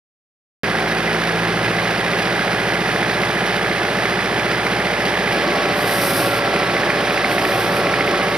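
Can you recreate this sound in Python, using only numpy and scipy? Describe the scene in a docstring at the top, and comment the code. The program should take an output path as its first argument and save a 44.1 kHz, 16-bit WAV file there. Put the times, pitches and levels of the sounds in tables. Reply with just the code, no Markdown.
"""A four-cylinder diesel tractor chugs and clatters close by, spinning a toothed trencher wheel free. At 5.3 s
the scene changes and the wheel is already deep in the soil: earth rumbles and sprays, grit rattles on steel,
and the engine sags twice under load. Each firing thumps the exhaust and rings the block; the drive gears sing
in step with the crank. A close microphone pair stands beside the wheel in an open field, with the engine to its
right and the spray straight ahead."""
import sys
import numpy as np
from scipy import signal
from scipy.fft import rfft, irfft, next_fast_len
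from scipy.io import wavfile

SR = 44100
rng = np.random.default_rng(int(sys.argv[2]) if len(sys.argv) > 2 else 0)


def transcribe(u):
    """Save the signal u as a 16-bit wav file named by the first command-line argument.

    u: samples, shape (n,) or (channels, n), limited to [-1, 1]; the rate is SR.
    q: integer samples, one column per channel.
    """
    v = np.clip(np.atleast_2d(u).T, -1, 1)
    q = np.round(v * 32767).astype(np.int16)
    wavfile.write(sys.argv[1], SR, q)


N = 369116
START_S, DIG_S = .634, 5.335
DIG_SPEED = 14.7141  # speeds and sags are in four-stroke cycles per second
TIME = np.arange(N) / SR
DIGGING = TIME >= DIG_S
PADDED = next_fast_len(N + 4096)
FREQS = np.maximum(np.arange(PADDED // 2 + 1) * SR / PADDED, 1)


# The throttle opening while the wheel spins free: t/s, speed/(cycles/s)
THROTTLE = [(.63, 13.8), (1.0685, 13.8622), (1.4875, 14.1435), (2.3813, 14.5118), (4.6138, 14.7302),
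            (4.9695, 14.8889), (5.33, 14.8275)]

def engine_speed(droop_per_s=.0526):
    """The throttle sets the speed at first; in the soil the engine slowly tires and sags at each bite."""
    loaded = DIG_SPEED - droop_per_s * (TIME - DIG_S) - sag()
    return np.where(DIGGING, loaded, in_time(THROTTLE)[0])


def crank(speed):
    """Engine cycles, whole where the first cylinder fires; the shaft never turns quite evenly."""
    return np.cumsum(speed) / SR + np.where(DIGGING, .545, .175) + .00027 * drift(13)


# Engine orders (multiples of the cycle rate) leaving the exhaust pipe: f/Hz, level/dB
EXHAUST = [(80, -68), (105, -43), (131, -39.5), (145, -51), (165, -39.5), (195, -38), (222, -46),
           (310, -48), (365, -41), (480, -44.5), (590, -51), (700, -48), (780, -50), (900, -45)]
EXHAUST_ORDERS = 60

def exhaust(cycles, lead_cycles, smear_hz, firing_db, load_db):
    """Unequal cylinders chug once a cycle; the pipe smears the higher orders in time."""
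    order = np.arange(2049)
    smear = np.minimum(order * DIG_SPEED / smear_hz, 2) ** 2 * rng.standard_normal(len(order))
    in_pipe = (order > len(CYLINDERS)) & (order < EXHAUST_ORDERS) & (order != GEAR_TEETH)
    firing = order % len(CYLINDERS) == 0
    above_boom = order > len(BOOM) * len(CYLINDERS)
    orders = np.exp(1j * smear) * in_pipe * np.where(firing, from_db(firing_db) * above_boom, 1)
    pulses = every_cycle(cycles + lead_cycles, orders)
    return from_db(load_db * DIGGING) * filtered(pulses, from_db(in_hz(EXHAUST)[0]))


def chug(pipe, speed, top_hz=260, full_speed=14.5, db_per_speed=6, uneven_db=2):
    """The deep part of the exhaust thumps harder as the throttle opens, never twice quite alike."""
    deep = filtered(pipe, 1 / (1 + (FREQS / top_hz) ** 12))
    level_db = np.where(DIGGING, 0, db_per_speed * np.minimum(speed - full_speed, 0))
    return pipe + deep * (from_db(level_db + uneven_db * drift(5.4)) - 1)


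# Firing harmonics, first to fourth: free level/dB, digging level/dB
BOOM = [(-43.5, -44), (-40.5, -42.5), (-36.5, -40.5), (-39.5, -46)]
# Silencer resonances: f/Hz, width/Hz, boost/dB
SILENCER = [(113.7, 1.5, 8.5), (168, 7.5, 7), (220.5, 3.9, 6.5)]

def boom(cycles, speed, waver_db):
    """The lowest firing harmonics hum, swelling as they slide through the silencer's resonances."""
    hum = np.zeros(N)
    for harmonic, (free_db, dig_db) in enumerate(BOOM, 1):
        order = harmonic * len(CYLINDERS)
        level_db = np.where(DIGGING, dig_db, free_db) + waver_db * drift(1.2)
        level_db += sum(db * np.exp(-((order * speed - hz) / width) ** 2) for hz, width, db in SILENCER)
        hum += from_db(level_db) * order_tone(cycles, order)
    return hum


# Exhaust and fan noise at close range: f/Hz, level/(dB per Hz)
ROAR = [(20, -98), (42, -88), (75, -71), (120, -56), (145, -62), (185, -54), (250, -61.5), (370, -50),
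        (470, -54.5), (600, -55), (720, -54), (800, -54.5), (950, -57.5), (2000, -59.5), (6000, -86.5),
        (15000, -100)]

def roar(cycles, throb_db, lead_cycles):
    """Exhaust and fan roar, swelling once a cycle just before the first cylinder fires."""
    throb = from_db(throb_db * np.cos(2 * np.pi * (cycles + lead_cycles)))
    return coloured(throb * engine_noise(cycles, repeat=.22), ROAR)


# Relative strength of the cylinders in firing order: free knock/dB, digging knock/dB, block ring/dB
CYLINDERS = [(-3, -8, -1), (-1, -13, -4), (-10, -6, -2.5), (2.5, -22, -4)]

def firings(cycles, cylinder_db, rise, decay, uneven_db):
    """An envelope that swells as each cylinder fires; rise and decay are in firing intervals."""
    firing, age = np.divmod(cycles * len(CYLINDERS), 1)
    firing = firing.astype(int)
    chance = (2 * rng.random(1024) - 1)[firing]
    strength = from_db(np.asarray(cylinder_db)[firing % len(CYLINDERS)] + uneven_db * chance)
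    return strength * rms_one((1 - np.exp(-(age / rise) ** 2)) * np.exp(-age / decay))


# Combustion and valve clatter: f/Hz, relative level/(dB per Hz)
CLATTER = [(200, -83), (600, -64), (1000, -63), (1700, -62), (2300, -56.5), (3000, -60.5), (4000, -64),
           (5200, -66.5), (7000, -73), (10000, -74), (13000, -88), (15500, -96)]
# Modes of the engine block and covers: f/Hz, width/Hz, relative level/(dB per Hz)
BLOCK_MODES = [(1165, 40, -59.5), (1290, 25, -58), (1600, 16, -53), (1660, 14, -50), (1715, 16, -49.5),
               (2010, 36, -50.5), (2126, 20, -57), (2465, 31, -59), (3057, 60, -64), (3450, 50, -63.5),
               (4733, 60, -66), (4941, 35, -66)]

def clatter(cycles, speed, rough_db, db_per_speed):
    """Each firing rattles the engine and sets the block ringing, louder the faster it runs."""
    free_db, dig_db, block_db = np.transpose(CYLINDERS)
    free = firings(cycles, free_db, rise=.034, decay=.79, uneven_db=-4)
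    loaded = firings(cycles, dig_db, rise=.08, decay=.36, uneven_db=4)
    swell = np.where(DIGGING, np.hypot(.78, .43 * loaded), np.hypot(.74, .4 * free))
    roughness = rms_one(from_db(rough_db * drift(97)))
    rattle = coloured(engine_noise(cycles, repeat=.16) * swell * roughness, CLATTER)
    shaking = engine_noise(cycles, repeat=.59)
    shaking *= rms_one(np.hypot(.3, firings(cycles, block_db, rise=.15, decay=.17, uneven_db=3)))
    ring = from_db(np.where(DIGGING, .4, 1.5)) * resonant(shaking, BLOCK_MODES)
    return from_db(db_per_speed * (speed - 17.1)) * (rattle + ring)


# The first cylinder's blow and rebounds: lag/cycles, f/Hz, rise/s, free peak/dB, digging peak/dB
KNOCK = [(-.012, 1400, .0013, -21.5, -21.5), (-.005, 2350, .0011, -27, -21), (.008, 1750, .001, -19, -20),
         (.027, 2060, .0014, -15, -17), (.042, 2400, .0013, -30, -22)]
# Knocks that land much harder than the rest: t/s, boost/dB
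HARD_KNOCKS = [(6.835, 5), (6.903, 5), (7.177, 2), (7.245, 4.5), (7.383, 4), (7.452, 4), (7.522, 2.5),
               (7.871, 2), (7.94, 5), (8.009, 4.5), (8.078, 4.5)]

def diesel_knock(cycles, db_per_sag=-14):
    """The first cylinder knocks every cycle: softer while the engine labours, now and then much harder."""
    change_db = db_per_sag * sag()
    for s, db in HARD_KNOCKS:
        that_cycle = np.round(cycles) == np.round(np.interp(s, TIME, cycles))
        change_db[that_cycle] = db
    return from_db(change_db) * blows(cycles, KNOCK)


# Lighter clacks of the other cylinders: lag/cycles, f/Hz, rise/s, free peak/dB, digging peak/dB
CLACKS = [(.268, 1690, .0013, -17.5, -19.5), (.35, 1400, .001, -22.5, -28), (.476, 2300, .0009, -24, -23),
          (.497, 1680, .0013, -20, -22), (.542, 1980, .0013, -19.5, -20.5), (.742, 2000, .0011, -22.5, -26),
          (.77, 1560, .0014, -18, -19.5)]
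# Brief mid-range rings, a few in each cycle: lag/cycles, f/Hz, rise/s, free peak/dB, digging peak/dB
BARKS = [(.37, 700, .0026, -26, -31), (.555, 820, .0024, -24, -28), (.7, 700, .0024, -22.5, -21.5),
         (.835, 680, .0027, -26, -24)]

def blows(cycles, rows, uneven_db=1.8, detune=.035):
    """Each blow comes once a cycle and rings briefly at its own pitch, never twice quite alike."""
    rings = np.zeros(N)
    for lag, hz, rise_s, free_db, dig_db in rows:
        cycle, age = np.divmod(cycles - lag, 1)
        strength, pitch = rng.standard_normal((2, 256))[:, cycle.astype(int)]
        age_s = age / DIG_SPEED
        envelope = (age_s / rise_s * np.exp(1 - age_s / rise_s)) ** 2
        level_db = np.where(DIGGING, dig_db, free_db) + uneven_db * strength
        rings += from_db(level_db) * envelope * np.sin(2 * np.pi * hz * (1 + detune * pitch) * age_s)
    return rings


# Tones of the block: engine order
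BLOCK_ORDERS = (96, 100, 114, 118, 137)
# Strength of each of those tones: free level/dB
BLOCK_ORDER_DB = (-40.5, -40, -41, -41, -40.5)

def block_tones(cycles, waver_db, load_db):
    """High engine orders sing in the block, pumped by each firing."""
    block_db = np.transpose(CYLINDERS)[2]
    pumping = rms_one(1.2 + firings(cycles, block_db, rise=.06, decay=.58, uneven_db=-1))
    tones = sum(from_db(db + waver_db * drift(.68)) * order_tone(cycles, order)
                for order, db in zip(BLOCK_ORDERS, BLOCK_ORDER_DB))
    return from_db(load_db * DIGGING) * pumping * tones


GEAR_TEETH = 40

def gear_mesh(cycles, speed, db_per_speed=9, db_per_sag=2.5):
    """The drive gears mesh in step with the engine, louder with speed when free and with sag when digging."""
    free_db = -34 + db_per_speed * (speed - DIG_SPEED)
    dig_db = -29.8 + db_per_sag * sag()
    level = from_db(np.where(DIGGING, dig_db, free_db) + drift(5.6))
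    return np.sqrt(2) * level * np.sin(2 * np.pi * GEAR_TEETH * cycles + .17 * drift(22))


def drive_whine(hz=1319, hz_per_sag=89, labour_db=4, full_sag=.096):
    """In the soil the drive whines, climbing and swelling as the wheel labours."""
    labour = sag(late_s=.0845)
    turns = np.cumsum(hz + hz_per_sag * labour + 3 * drift(19.1)) / SR
    level_db = -36 + labour_db * np.tanh(labour / full_sag) + 1.4 * drift(7)
    return DIGGING * np.sqrt(2) * from_db(level_db) * np.sin(2 * np.pi * turns)


# The other gears: engine order, free level/dB, digging level/dB
GEAR_TONES = [(39, -50, -39.5), (46, -40.5, -46), (48, -44, -43), (51, -42, -44), (54, -44, -38)]

def gear_tones(cycles, waver_db):
    """Other gears sing more faintly, their balance changing once the wheel is under load."""
    tones = np.zeros(N)
    for order, free_db, dig_db in GEAR_TONES:
        level_db = np.where(DIGGING, dig_db, free_db) + waver_db * drift(9.7)
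        tones += from_db(level_db) * order_tone(cycles, order)
    return tones


# Earth churned by the teeth, beside the microphones: f/Hz, relative level/(dB per Hz)
EARTH = [(40, -97), (120, -57), (300, -52.5), (440, -53), (600, -56.5), (780, -52.5), (950, -79),
         (1120, -49), (1500, -104), (2300, -67.5), (5200, -71.5), (7000, -103), (15000, -102)]

def earth(lumpy_db, level_db):
    """Clods rumble as they are torn out of the trench in lumps."""
    clods = rng.standard_normal(N) * rms_one(from_db(lumpy_db * drift(28)))
    return DIGGING * from_db(level_db) * coloured(clods, EARTH)


# The wheel bites deeper: t/s, length/s, spray arch/dB, delay before the sag/s, sag/(cycles/s)
BITES = [(5.8, .56, 0, .0685, .7313), (7.33, .44, -10.5, .0043, .3462)]

def sag(late_s=0, drop_s=.2457, recover_s=.5712):
    """Engine speed lost to the bites: a quick drop, then the governor pulls it back."""
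    return sum(depth * np.interp(TIME - s - delay - late_s, [0, drop_s, drop_s + recover_s], [0, 1, 0])
               for s, _, _, delay, depth in BITES)


def thrown_soil(trickle_db=-30, overhang_s=.05, puff_db=-10, puff_s=.04):
    """Flow of the spray: a trickle, and for each bite an arch between puffs as the teeth go in and out."""
    flow = from_db(trickle_db)
    for s, length, db, _, _ in BITES:
        from_middle = (TIME - s - length / 2) / (length / 2 + overhang_s)
        arch = np.maximum(1 - from_middle ** 2, 0) ** 1.5
        puffs = sum(np.exp(-((TIME - edge) / puff_s) ** 2) for edge in (s, s + length))
        flow = np.hypot(flow, np.hypot(from_db(db) * arch, from_db(puff_db) * puffs))
    return flow


# Hiss of fine soil and grit: f/Hz, relative level/(dB per Hz)
SPRAY_COLOUR = [(1500, -86), (4000, -71), (5500, -68.5), (7000, -84.5), (8500, -73), (10000, -68),
                (12500, -69.5), (14500, -76), (15600, -83)]

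def spray(grain_db, clump_db, width, level_db):
    """Fine grains hiss in clumps as they fly, in a broad cloud straight ahead of the microphones."""
    mid, side = rng.standard_normal((2, N))
    cloud = mid + width * side * [[1], [-1]]
    grains = rms_one(cloud * from_db(grain_db * drift(450) + clump_db * drift(30)))
    return DIGGING * from_db(level_db) * thrown_soil() * coloured(grains, SPRAY_COLOUR)


# Grit striking steel, centred between the microphones: t/s, relative level/dB
GRIT_HITS = [(5.3373, -12), (7.1202, -8), (7.1393, -10), (7.9642, -14), (8.0611, -5), (8.2995, -10)]

def grit(decay_s, grain_db):
    """Grit rattles on the steel in short scatters."""
    envelope = sum(from_db(db) * (TIME >= s) * np.exp(-np.abs(TIME - s) / decay_s) for s, db in GRIT_HITS)
    grains = rms_one(rng.standard_normal(N) * from_db(grain_db * drift(400)))
    return coloured(envelope * grains, SPRAY_COLOUR)


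# Squeaks from the machine: t/s, f/Hz, level/dB, decay/s
SQUEAKS = [(4.495, 4941, -30.5, .06), (4.503, 1410, -16, .02), (7.14, 4941, -31, .025)]

def squeaks(rough_db, rise_s=.008):
    """Steel chirps briefly and roughly, then dies away."""
    chirps = np.zeros(N)
    for s, hz, db, decay_s in SQUEAKS:
        age = np.maximum(TIME - s, 0)
        envelope = (1 - np.exp(-age / rise_s)) * np.exp(-age / decay_s)
        chirps += from_db(db) * envelope * np.sin(2 * np.pi * hz * age + .6 * drift(60))
    return chirps * from_db(rough_db * drift(80))


def field_wash():
    """Roar and clatter scattered off the field: a steady noise, different at each microphone."""
    level = np.hypot(from_db(in_hz(ROAR)[0]), from_db(in_hz(CLATTER)[0]))
    return filtered(rng.standard_normal((2, N)), level * np.sqrt(SR / 2))


# The pair beside the wheel: f/Hz, colour/dB, left minus right/dB, left lead/rad, scattered level/dB
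MICS = [(60, 0, 0, 0, -10), (170, 0, 0, -.06, -20), (400, 0, -.1, -.2, -21), (650, 0, -.6, -.42, -19),
        (1000, 0, -1.4, -.57, -15), (2300, 0, -4.9, -.92, -11), (5400, 0, -4, -.95, -10),
        (6400, -2.5, -3.5, -2, -10), (7100, -7, -3, -2.8, -9), (9100, 0, -3, -4, -9),
        (10200, 1, -2, -5, -9), (12000, 0, -1, -6.2, -10), (13500, 0, -1, -6.5, -10),
        (15200, -1, -1, -6.9, -10)]

def microphones(near, diffuse):
    """The machine reaches the right microphone earlier and louder; the wash comes to both alike in level."""
    colour_db, balance_db, lead, scatter_db = in_hz(MICS)
    sides = np.array([[1], [-1]])
    direct = from_db(colour_db + sides * balance_db / 2) * np.exp(.5j * sides * lead)
    return filtered(near, direct) + filtered(diffuse, from_db(colour_db + scatter_db))


def engine_noise(cycles, repeat):
    """Noise of which the share `repeat` recurs every engine cycle, above the range of the exhaust."""
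    orders = np.exp(2j * np.pi * rng.random(2049))
    nyquist_order = int(SR / 2 / DIG_SPEED)
    orders[:EXHAUST_ORDERS] = orders[list(BLOCK_ORDERS)] = orders[nyquist_order:] = 0
    recurring = rms_one(every_cycle(cycles, orders))
    return np.sqrt(repeat) * recurring + np.sqrt(1 - repeat) * rng.standard_normal(N)


def every_cycle(cycles, orders):
    """A wave that repeats with each engine cycle, from the complex rms level of each order."""
    wave = irfft(orders) * np.sqrt(2) * (len(orders) - 1)
    return np.interp(cycles % 1 * len(wave), np.arange(len(wave) + 1), np.append(wave, wave[0]))


def order_tone(cycles, order):
    """A sine of rms 1 and random phase, locked to the crank."""
    return np.sqrt(2) * np.sin(2 * np.pi * (order * cycles + rng.random()))


def resonant(x, modes):
    """Ring parallel resonances with a white excitation."""
    response = sum((-1) ** k * from_db(db) / (1 + 1j * hz / width * (FREQS / hz - hz / FREQS))
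                   for k, (hz, width, db) in enumerate(modes))
    return filtered(x, response * np.sqrt(SR / 2))


def drift(rate_hz, hop=40, settle=2000):
    """A smooth, bounded random wander with spread near 1, mostly slower than `rate_hz`."""
    pole = np.exp(-2 * np.pi * hop * rate_hz / SR)
    noise = rng.standard_normal(N // hop + settle + 2)
    slow = signal.lfilter([1], [1, -2 * pole, pole * pole], noise)[settle:]
    return np.interp(np.arange(N) / hop, np.arange(len(slow)), np.clip(rms_one(slow), -2, 2))


def coloured(x, spectrum):
    """Give a white excitation a spectrum in dB per Hz."""
    return filtered(x, from_db(in_hz(spectrum)[0]) * np.sqrt(SR / 2))


def filtered(x, response):
    """Pass a signal through a frequency response."""
    return irfft(rfft(x, PADDED) * response, PADDED)[..., :N]


def in_time(rows):
    """The columns of a curve at every sample."""
    s, *columns = np.transpose(rows)
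    return [np.interp(TIME, s, c) for c in columns]


def in_hz(rows):
    """The columns of a spectrum at every frequency."""
    hz, *columns = np.transpose(rows)
    return [np.interp(np.log(FREQS), np.log(hz), c) for c in columns]


def from_db(db):
    """Decibels to gain."""
    return 10 ** (np.asarray(db) / 20)


def rms_one(x):
    """Scale to rms 1."""
    return x / np.sqrt(np.mean(x ** 2) + 1e-20)


def scene():
    """Engine, drive and soil, heard from beside the wheel; the sound starts abruptly."""
    speed = engine_speed()
    cycles = crank(speed)
    engine = boom(cycles, speed, waver_db=.8) + block_tones(cycles, waver_db=1.5, load_db=-1.5)
    pipe = exhaust(cycles, lead_cycles=.07996, smear_hz=170, firing_db=6, load_db=-1.5)
    engine += chug(pipe, speed)
    engine += roar(cycles, throb_db=.5, lead_cycles=.16)
    engine += clatter(cycles, speed, rough_db=2, db_per_speed=.93)
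    engine += diesel_knock(cycles) + blows(cycles, CLACKS) + blows(cycles, BARKS)
    drive = gear_mesh(cycles, speed) + drive_whine() + gear_tones(cycles, waver_db=2)
    machine = microphones(engine + drive + squeaks(rough_db=3), field_wash())
    soil = (earth(lumpy_db=2, level_db=-.9)
            + spray(grain_db=2.6, clump_db=.6, width=.32, level_db=3.6)
            + grit(decay_s=.012, grain_db=3))
    return (machine + soil) * (TIME >= START_S)


def record(dry, cutoff_hz=15550):
    """The highest treble is cut steeply."""
    return signal.sosfilt(signal.ellip(12, .1, 90, cutoff_hz, fs=SR, output="sos"), dry)


dry = scene()
out = record(dry)
transcribe(out)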